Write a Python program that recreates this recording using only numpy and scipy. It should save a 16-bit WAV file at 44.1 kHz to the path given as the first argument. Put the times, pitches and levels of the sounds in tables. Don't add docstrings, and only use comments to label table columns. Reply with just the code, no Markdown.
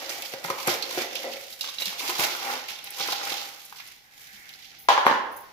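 import sys
import numpy as np
from scipy import signal
from scipy.fft import rfft, irfft, next_fast_len
from scipy.io import wavfile
from scipy.ndimage import map_coordinates

SR = 44100
rng = np.random.default_rng(int(sys.argv[2]) if len(sys.argv) > 2 else 0)


def nominal_scale(level):
    x = np.asarray(level, float) / 20
    return 10 ** x


def dump_mix(stems):
    frames = np.atleast_2d(stems).T
    limited = np.clip(frames, -1, 1)
    pcm = np.round(limited * 32767).astype(np.int16)
    wavfile.write(sys.argv[1], SR, pcm)


N = 243766

# (peak time [s], rise [s], crunch [dB], contact with the tub [dB], frost brightness [dB])
STROKES = [(0.095, 0.0043, -38.5, 3.5, -3), (0.34, 0.048, -40.5, -16, -11), (0.45, 0.01, -37, 7.5, -3),
           (0.51, 0.061, -46, 14, -3), (0.678, 0.0088, -27.5, 10.5, -4), (0.74, 0.19, -36.5, 0, -3),
           (0.93, 0.075, -37, -15, -4), (1.012, 0.065, -31.5, 5.5, -8.5), (1.16, 0.033, -37, 0, -17),
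           (1.27, 0.05, -46, 18, -18), (1.328, 0.037, -38, -15, -11), (1.62, 0.01, -43, -4, 1),
           (1.66, 0.032, -34.5, -10, -27), (1.806, .008, -37.5, -10.5, -1), (1.87, 0.019, -33, -13, -10),
           (1.994, 0.0036, -36, -7, 2), (2.04, 0.04, -35.5, 0.5, -1), (2.105, 0.041, -31.5, -1, -6.5),
           (2.195, 0.0077, -27.5, 3, -1.5), (2.248, 0.042, -31.5, 0, -5), (2.518, 0.11, -34, 5, -6),
           (2.7, 0.012, -39, -14, -7), (3.0, 0.027, -33, -2.5, -7), (3.109, 0.13, -30.5, -6.5, -9.5),
           (3.28, 0.067, -42, -11, -6)]
# (frequency [Hz], level per Hz [dB])
LEAF_COLOUR = [(1350, -50), (2300, -23), (2610, -2.5), (3210, 0.5), (5470, -1.5), (6580, -9), (8190, -32),
               (9500, -37), (12400, -15), (20900, -120)]
# (frequency [Hz], level per Hz [dB])
FROST_COLOUR = [(4120, -11.5), (7000, 0.5), (8400, -4.5), (11200, -0.5), (14800, 3.5), (15900, -15),
                (16000, -8), (16200, -31)]


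def unit(x):
    return x / np.sqrt(np.mean(x ** 2) + 1e-20)


def along(points, hz):
    f, v = np.transpose(points)
    return np.interp(np.log(hz + 1), np.log(f + 1), v)


def curves(rows):
    s, *columns = np.transpose(rows)
    return [np.interp(np.arange(N) / SR, s, column) for column in columns]


def wobble(rate):
    knots = rng.standard_normal(int(N * rate / SR) + 4)
    return map_coordinates(knots, [np.arange(N) * rate / SR])


def filtered(x, response):
    m = next_fast_len(N + SR // 2)
    return irfft(rfft(x, m) * response(np.fft.rfftfreq(m, 1 / SR)), m)[..., :N]


def coloured(x, spectrum):
    return filtered(x, lambda hz: nominal_scale(along(spectrum, hz)))


def resonant(x, peaks):
    def response(hz):
        total = 0
        for k, (centre, width, db) in enumerate(peaks):
            damping = 1j * hz * width
            total = total + (-1) ** k * nominal_scale(db) * damping / (centre ** 2 - hz ** 2 + damping)
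        return total
    return filtered(x, response)


def add(track, s, sound):
    part = track[round(s * SR):][:len(sound)]
    part += sound[:len(part)]


def burst(t60, attack):
    t = np.arange(SR // 4) / SR
    kicks = np.sign(rng.standard_normal(len(t)))
    return nominal_scale(-60 * t / t60) * (1 - np.exp(-t / attack)) * kicks


def crackle(rate, spread_db, life, bed, alike):
    start = rng.random(N) < rate / SR * nominal_scale(3 * wobble(25))
    size = start * nominal_scale(2 * spread_db * np.minimum(rng.exponential(size=N), 3))
    power = signal.lfilter([1], [1, -np.exp(-1 / (life * SR))], size)
    shared, left, right = rng.standard_normal((3, N))
    noise = np.sqrt(alike) * shared + np.sqrt(1 - alike) * np.array([left, right])
    return np.sqrt(power / power.mean() + bed ** 2) * noise


def flakes(rate, centre_hz, cycles, spread_db):
    when, size, place, pitch = rng.random((4, int(rate * N / SR)))
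    hz = np.clip(centre_hz * np.exp(1.1 * (pitch - 0.5)), 100, 9000)[:, None]
    t = np.arange(160) / SR
    gain = nominal_scale(2 * spread_db * np.minimum(-np.log(size + 1e-9), 3))[:, None]
    tone = gain * np.exp(-t * hz / cycles) * np.sin(2 * np.pi * hz * t)
    start = (when * (N - 300)).astype(int)[:, None] + np.arange(160)
    gap = (place * 24).astype(int)[:, None]
    return unit(np.array([np.bincount((start + k * gap).ravel(), tone.ravel(), N) for k in (0, 1)]))


def effort(steady_db, stroke_db, fall_db):
    t = np.arange(0, N / SR, 1 / 1000)
    peak, rise = np.transpose(STROKES)[:2, :, None]
    swell_db = 10.5 * (t - peak) / rise
    shape_db = np.where(t < peak, swell_db, fall_db * (peak - t))
    strokes = np.sqrt(np.sum(nominal_scale(stroke_db[:, None] + shape_db) ** 2, axis=0))
    return np.hypot(nominal_scale(steady_db), np.interp(np.arange(N) / SR, t, strokes))


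def hollow(x):
    # (time [s], share [0-1])
    emptying = [
        (0, 0.29),
        (1.4, 0),
        (1.9, 0.75),
        (5.53, 1),
    ]
    # (frequency [Hz], width [Hz], level [dB])
    full_tub = [(374, 48, -20), (540, 18.4, 8), (1060, 9.9, -21), (1297, 8.3, -8)]
    emptier_tub = [(308, 11, -29), (806.5, 28.7, 10.5), (1445, 450, -3)]
    # (frequency [Hz], level per Hz [dB])
    wall = [(140, -100), (230, -8.5), (453, -4.5), (538, 3.5), (611, -4.5), (809, 3), (927, -74),
            (2000, -4.5), (2600, -26), (4400, -120)]
    share = curves(emptying)[0]
    full = resonant(x * np.sqrt(1 - share), full_tub)
    emptier = resonant(x * np.sqrt(share), emptier_tub)
    return full + emptier + nominal_scale(-5) * coloured(x, wall)


def leaves():
    # (time [s], crunch [dB], contact with the tub [dB], frost brightness [dB])
    grip = [(0, -42, 8.5, -7.5), (0.27, -44, -0.5, -1), (0.43, -60, 11, -13), (0.55, -50, 1, -11),
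            (0.9, -43, 5, -15), (1.37, -44, 0.5, -5), (1.6, -53.5, -18, 1.5), (1.96, -43, 1, -5.5),
            (2.42, -38, -6.5, -7), (2.65, -45, -6, -11.5), (2.82, -47.5, -15, -9), (2.95, -49.5, -14, -14),
            (3.28, -34, 0, -9), (3.68, -56.5, -10, 0.5), (3.88, -49, -44, -6), (4.06, -65.5, 1, -1),
            (4.22, -52.5, -17, -1), (4.72, -52, -42, -11.5), (4.86, -59.5, 1, -26)]
    # (frequency [Hz], level per Hz [dB])
    rub_colour = [(710, -6.5), (1200, -6.5), (1370, -0.5), (1700, 0.5), (2270, 8), (2500, 1), (3250, -22),
                  (5500, -120)]
    grip_db, contact_db, bright_db = curves(grip)
    rake_db, drag_db, frost_db = np.transpose(STROKES)[2:]
    fall_db, tub_fall_db, frost_fall_db = 172, 171, 230
    fractures = crackle(rate=800, spread_db=7.0, life=0.0021, bed=0.73, alike=0.042)

    flicks = flakes(rate=900, centre_hz=4110, cycles=4.1, spread_db=2)
    crunch = unit(unit(coloured(fractures, LEAF_COLOUR)) + 0.42 * flicks)
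    crunch = effort(grip_db, rake_db, fall_db) * nominal_scale(-2.0 + 2.3 * wobble(30)) * crunch

    stroke_rub_db = rake_db - 5 + 0.39 * np.minimum(drag_db, 0)
    rub = effort(grip_db - 6, stroke_rub_db, fall_db)
    rub = rub * nominal_scale(-2.5 + 2.54 * wobble(29.52)) * unit(coloured(fractures, rub_colour))

    sizzle = effort(grip_db + bright_db, rake_db + frost_db, frost_fall_db)
    sizzle = sizzle * nominal_scale(-0.5 + 1.4 * wobble(31.24)) * unit(coloured(fractures, FROST_COLOUR))

    clumps = crackle(rate=110, spread_db=0.5, life=0.011, bed=0.56, alike=0.89)
    rattle = effort(grip_db + contact_db, rake_db + drag_db, tub_fall_db)
    rattle = rattle * nominal_scale(-3.5) * unit(hollow(clumps))

    before_release = np.arange(N) < grip[-1][0] * SR
    return before_release * (crunch + rub + rattle + sizzle)


def snaps():
    # (time [s], peak [dB], centre [Hz], top sizzle [dB])
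    stems = [(0.0925, -22, 5440, -7), (0.2208, -20, 2820, -5), (0.3358, -29, 1850, -2),
             (0.4407, -18.5, 1840, -8), (0.5, -16, 1930, -7), (0.583, -24, 2370, -28),
             (0.673, -13.5, 2300, 1), (0.823, -14.5, 4300, -13), (0.919, -25, 3750, -22),
             (1.128, -27, 3350, -9), (1.1524, -20, 2960, -4.5), (1.3175, -30, 4100, -22),
             (1.525, -29, 4500, -26), (1.6088, -16.5, 4200, -6), (1.686, -22.5, 3860, -17),
             (1.7843, -23, 3760, -21), (1.8213, -22, 3800, -4), (1.8549, -15.5, 3540, -7.5),
             (1.995, -19, 2350, -20), (2.0951, -19.5, 2380, -3), (2.1934, -23, 2070, -12),
             (2.6826, -20.5, 2600, -13), (2.786, -27.5, 3140, -8), (2.869, -25.5, 2320, -12),
             (3.0054, -17, 3650, -21), (3.1215, -15.5, 3980, -6), (3.3191, -21, 3600, -22),
             (3.726, -33.5, 1530, -7), (3.7848, -30.5, 2790, -21), (3.8007, -25, 2030, -17)]
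    # (time [s], peak [dB], centre [Hz])
    crumbs = [
        (4.29, -37, 2080),
        (4.4896, -29.5, 3200),
        (4.5364, -35, 4660),
        (4.6518, -34, 3750),
    ]
    # (time [s], peak [dB], centre [Hz])
    chips = [(0.094, -21, 5260), (0.101, -31, 2400), (0.119, -20, 2600), (0.18, -31, 4500),
             (0.232, -29, 3300), (0.319, -33, 6000), (0.4828, -26, 2260), (0.6125, -26, 2070),
             (0.712, -24, 2500), (1.19, -34, 2900), (1.255, -27, 4120), (1.6097, -18, 3950),
             (1.629, -24, 5500), (1.642, -19, 3000), (1.687, -21, 3600), (1.79, -25, 3800),
             (1.804, -23, 4300), (1.878, -23, 4000), (2.698, -20, 3000), (2.069, -26, 3000),
             (2.241, -23, 4500), (2.268, -28, 3500), (2.755, -25, 3500), (2.9567, -33, 4700),
             (2.995, -25, 2500), (3.232, -21, 5410), (3.243, -28, 2380), (3.3184, -22, 3600),
             (3.34, -27, 3800)]
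    # (time [s], peak [dB], t60 [s])
    spits = [(2.842, -23, 0.024), (2.905, -24, 0.03), (3.651, -30, 0.036), (3.725, -41, 0.03),
             (3.875, -35, 0.045), (5.0604, -30, 0.04), (5.0645, -26.5, 0.06), (2.684, -32, 0.02),
             (4.14, -44, 0.02), (2.171, -33, 0.015), (1.99, -31, 0.03), (2, -27, 0.03), (2.698, -34, 0.02),
             (0.879, -37, 0.012), (0.78, -36, 0.012)]
    # (frequency [Hz], level per Hz [dB])
    spit_colour = [(5000, -16), (8000, -8), (10800, 1.5), (13000, 1), (15500, -5), (16200, -30)]
    stem_t60, chip_t60 = 0.064, 0.03
    crumb_top_db, chip_top_db = -8, -14
    breaks = [(*stem, stem_t60) for stem in stems]
    breaks += [(*crumb, crumb_top_db, stem_t60) for crumb in crumbs]
    breaks += [(*chip, chip_top_db, chip_t60) for chip in chips]
    tone, broad, top, spit = np.zeros((4, N))
    for s, db, hz, top_db, t60 in breaks:
        band = signal.butter(2, [hz / 1.24, hz * 1.2], "band", fs=SR)
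        add(tone, s, nominal_scale(db + 1.0) * signal.lfilter(*band, burst(t60, attack=0.0012)))
        add(broad, s, nominal_scale(db - 7.5) * burst(t60, attack=0.00016))
        add(top, s, nominal_scale(db + top_db + 1.5) * burst(0.35 * t60, attack=0.0015))
    for s, db, t60 in spits:
        add(spit, s, nominal_scale(db - 3) * burst(t60, attack=0.00021))
    bright = coloured(top, FROST_COLOUR) + coloured(spit, spit_colour)
    return tone + coloured(broad, LEAF_COLOUR) + bright


def knocks():
    # (time [s], peak [dB], rim note [dB])
    wall_blows = [(0.337, -16.5, -20), (0.446, -12, -13.5), (0.483, -21, -5), (0.501, -14, 0.5),
                  (0.582, -18.5, -5.5), (0.68, -15.5, 6), (0.91, -25, 2.5), (0.974, -9.5, -33),
                  (1.242, -15, -24), (1.267, -22, -20), (1.312, -20, -20), (1.815, -30.5, -5),
                  (1.927, -24.5, -18), (2.008, -27, 3.5), (2.097, -24, 10), (2.173, -37, -14),
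                  (2.192, -23, -20), (2.238, -23, -15), (2.35, -18.5, -18), (2.449, -35, -13),
                  (2.499, -26, 4), (2.868, -34.5, -6), (2.977, -35.5, 6), (3.004, -16, -8),
                  (3.058, -23, -9), (3.086, -17, -6), (3.126, -19.5, -5), (3.212, -26, 2),
                  (3.232, -25, -22), (3.271, -21.5, -11), (3.319, -20.5, -14), (3.338, -29, -14),
                  (3.42, -28, -14)]
    # (time [s], peak [dB], centre [Hz], t60 [s])
    lumps = [(0.059, -43.5, 340, 0.18), (0.328, -47, 378, 0.061), (0.446, -35, 168, 0.11),
             (0.497, -28, 370, 0.078), (0.679, -12.5, 356, 0.054), (0.976, -8, 358, 0.033),
             (0.974, -22, 530, 0.086), (1.24, -39, 380, 0.06), (1.869, -33, 193, 0.059),
             (2.026, -36, 284, 0.089), (2.088, -22, 355, 0.049), (2.19, -31, 332, 0.091),
             (2.323, -30.5, 344, 0.062), (2.481, -48.5, 254.5, 0.31), (2.99, -38, 315, 0.074),
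             (3.039, -41, 350, 0.08), (4.33, -46, 206, 0.085)]
    # (frequency [Hz], width [Hz], level [dB])
    rim_notes = [(1010, 48, 4.5), (1287, 89, -2)]
    blows, rim, thuds = np.zeros((3, N))
    for s, db, rim_db in wall_blows:
        add(blows, s, nominal_scale(db + 11.5) * burst(0.016, attack=0.00021))
        add(rim, s, nominal_scale(db + rim_db + 17.0) * burst(0.016, attack=0.00076))
    t = np.arange(SR // 4) / SR
    for s, db, hz, t60 in lumps:
        swell = 1 - np.exp(-t / 0.012)
        add(thuds, s, nominal_scale(db + 3.0 - 60 * t / t60) * swell * np.sin(2 * np.pi * hz * t))
    return hollow(blows) + resonant(rim, rim_notes) + thuds


def landing():
    # (time [s], peak [dB], thud [dB], crack [dB], contact time [s])
    bounces = [(4.886, 1.5, -32, -12, 0.00083), (4.8934, -5, -37, -29, 0.00073),
               (4.9022, -1, -36, -33, 0.00094), (4.912, -2.5, -31, -30, 0.0012),
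               (4.919, -13.5, -21, -21, 0.00046), (4.889, -7, -35, -16, 0.00075),
               (4.924, -7, -32, -22, 0.001), (5.052, -13, -28, -16, 0.00081),
               (5.073, -18, -28, -22, 0.00041), (5.0775, -11, -24, -25, 0.00033),
               (5.098, -12, -16, -22, 0.00046), (4.9767, -3, -30.5, -19.5, 0.00077),
               (5.058, -24.5, -4, -6, 0.00035), (5.0653, -0.5, -17.5, -18.5, 0.00044),
               (5.081, -13, -13, -24, 0.00022), (5.112, -16, -5.5, -9.5, 0.00017)]
    # (frequency [Hz], width [Hz], level [dB])
    base_notes = [(530, 135, -11.5), (788, 69, -1.5), (863, 87, 0.5), (1043, 105, 2), (1600, 360, -3.5),
                  (2300, 1360, -11.5)]
    # (frequency [Hz], level per Hz [dB])
    crack_colour = [(1060, -29), (1800, 3), (2180, 2.5), (3140, 5), (6410, -6), (8280, -19.5),
                    (13000, -17.5), (15000, -22), (16000, -60)]
    crack_lag = 0.000996
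    body, thud, crack = np.zeros((3, N))
    t = np.arange(200) / SR
    for s, db, thud_db, crack_db, contact in bounces:
        push = np.sin(np.pi * np.clip(t / contact, 0, 1)) ** 2
        add(body, s, nominal_scale(db + 33.5) * push / push.sum())
        add(thud, s, nominal_scale(db + thud_db + 40.5) * np.hanning(80) / 40)
        add(crack, s + crack_lag, nominal_scale(db + crack_db + 26.5) * np.ones(1))
    low = resonant(thud, [(186, 220, -0.75), (358, 730, 0.95)])
    return resonant(body, base_notes) + low, coloured(crack, crack_colour)


def taps():
    # (time [s], peak [dB])
    touches = [
        (1.64, -19),
        (1.685, -18),
        (3.724, -26),
        (3.798, -30),
    ]
    # (frequency [Hz], width [Hz], level [dB])
    damped_base = [(810, 260, -0.5), (1270, 910, -2.5), (2600, 2000, -9.5)]
    blows = np.zeros(N)
    for s, db in touches:
        add(blows, s, nominal_scale(db + 7) * burst(0.021, attack=0.00036))
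    return resonant(blows, damped_base)


def jolts():
    # (time [s], peak [dB])
    shoves = [
        (0.335, -35.5),
        (0.443, -34),
        (0.5, -29.5),
        (0.674, -22),
        (0.977, -33),
        (2.19, -26.5),
        (3.001, -39),
        (5.059, -21.5),
    ]
    push = np.zeros(N)
    for s, db in shoves:
        add(push, s, nominal_scale(db + 38.5) * np.hanning(120) / 60)
    return resonant(push, [(109, 36, 0.9), (166, 106, 1.3)])


def bangles():
    # (time [s], peak [dB])
    contacts = [
        (1.6102, -25),
        (1.7846, -23),
        (1.802, -27),
        (1.8208, -20),
        (1.8258, -23),
        (1.8557, -30),
        (3.121, -28),
    ]
    # (frequency [Hz], level [dB], t60 [s])
    partials = [(3860, -6, 0.03), (3880, 6.5, 0.024), (4420, -16, 0.024), (2855, -1, 0.077)]
    out = np.zeros(N)
    t = np.arange(SR // 8) / SR
    for s, db in contacts:
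        ring = np.zeros(len(t))
        for hz, level, t60 in partials:
            ring += nominal_scale(level + rng.normal(0, 1.2) - 60 * t / t60) * np.sin(2 * np.pi * hz * t)
        add(out, s, nominal_scale(db - 9.0) * ring)
    return out


def jingle():
    # (time [s], peak [dB], t60 [s])
    slides = [
        (4.786, -39.5, 0.29),
        (4.8194, -45, 0.25),
        (5.3148, -44, 0.25),
        (5.362, -31.5, 0.12),
        (5.4002, -44, 0.23),
    ]
    # (frequency [Hz], width [Hz], level [dB])
    shimmer = [(10760, 150, 4.5), (12200, 170, 0), (13100, 250, 2), (14300, 250, -3), (15200, 250, 5),
               (6300, 300, -10)]
    rub = np.zeros(N)
    for s, db, t60 in slides:
        add(rub, s, nominal_scale(db + 2.5) * burst(t60, attack=0.0016))
    return resonant(rub, shimmer)


def sleeve():
    middle, half_length = 4.37, 0.24
    cloth_hz, width_hz = 1880, 610
    swell = np.exp(-((np.arange(N) / SR - middle) / half_length) ** 2)
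    band = signal.butter(2, [cloth_hz - width_hz / 2, cloth_hz + width_hz / 2], "band", fs=SR)
    cloth = unit(signal.lfilter(*band, rng.standard_normal(N)))
    return nominal_scale(-54 + 1.5 * wobble(25.13)) * swell * cloth


def microphones(x):
    # (frequency [Hz], phase [radians])
    lead = [(0, 0), (1030, .9), (1810, 3.1), (3360, 11), (6980, 22), (15400, 53)]
    # (frequency [Hz], difference [dB])
    tilt = [(60, 7), (200, 1.5), (380, -3), (700, 7), (1290, -1.5), (2380, -5), (4400, -9), (7600, -7),
            (10000, 10), (13000, -3.5)]
    f, radians = np.transpose(lead)
    side = np.array([[0.5], [-0.5]])
    return filtered(x, lambda hz: nominal_scale(side * along(tilt, hz)) * np.exp(1j * side * np.interp(hz, f, radians)))


def kitchen(x):
    # (frequency [Hz], t60 [s])
    decay = [(100, 0.13), (400, 0.82), (2000, 0.69), (6000, 0.42), (14000, 0.34)]
    diffuse_hz = 420
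    delay = 45
    out = np.zeros((2, N + 2 * SR))
    step = SR // 3
    for start in range(0, N, step):
        hz, t, z = signal.stft(rng.standard_normal((2, SR * 3 // 4)), SR, nperseg=256)
        dying = z * nominal_scale(-60 * t / along(decay, hz)[:, None])
        tail = signal.istft(dying, SR, nperseg=256)[1]
        tail = tail / np.linalg.norm(tail[0])
        wet = signal.fftconvolve(x[None, start:start + step], tail, axes=1)
        out[:, start + delay:start + delay + wet.shape[1]] += wet
    mid, side = out[:, :N]
    side = filtered(side, lambda hz: hz ** 2 / (hz ** 2 + diffuse_hz ** 2))
    return np.array([mid + side, mid - side]) / np.sqrt(2)


def air():
    # (frequency [Hz], level per Hz [dB])
    air_colour = [(12, -42), (20, -5), (146, -0.5), (683, -11.5), (786, 4.5), (1340, -45), (1980, 0),
                  (2550, -7.5), (5590, -9), (8040, -22), (13700, -18), (14900, -19), (16200, -32)]
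    # (time [s], level [dB])
    lull = [
        (0, -6),
        (3.95, -3.5),
        (4.05, -3),
        (4.135, -9),
        (4.16, -3),
        (5.2, 0.5),
        (5.53, 1.5),
    ]
    mid, side = coloured(rng.standard_normal((2, N)), air_colour)
    side = coloured(side, [(40, 0), (130, -4), (500, -6), (2000, -1.0)])
    level = nominal_scale(-56.5 + curves(lull)[0] + 0.75 * wobble(4.46))
    return level * unit(np.array([mid + side, mid - side]))


def scene():
    near = leaves() + snaps() + knocks() + jolts() + bangles() + jingle() + taps() + sleeve()
    tub, crack = landing()
    direct = microphones(near + tub + nominal_scale(-10.5) * crack)
    room = kitchen(nominal_scale(-5.0) * near[0] + nominal_scale(-1.5) * (tub + crack))
    heard = direct + room * nominal_scale([[-1.2], [1.2]])
    bass_hz = 102
    return filtered(heard, lambda hz: (1j * hz / (bass_hz + 1j * hz)) ** 2) + air()


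def low_pass(x):
    return signal.sosfilt(signal.butter(12, 16520, fs=SR, output="sos"), x)


def record(dry):
    held = dry / (1 + np.abs(dry / 0.97) ** 8) ** 0.125
    top_hz = 15650
    mix = filtered(held, lambda hz: hz < top_hz)
    return low_pass(mix)


dry = scene()
out = record(dry)
dump_mix(out)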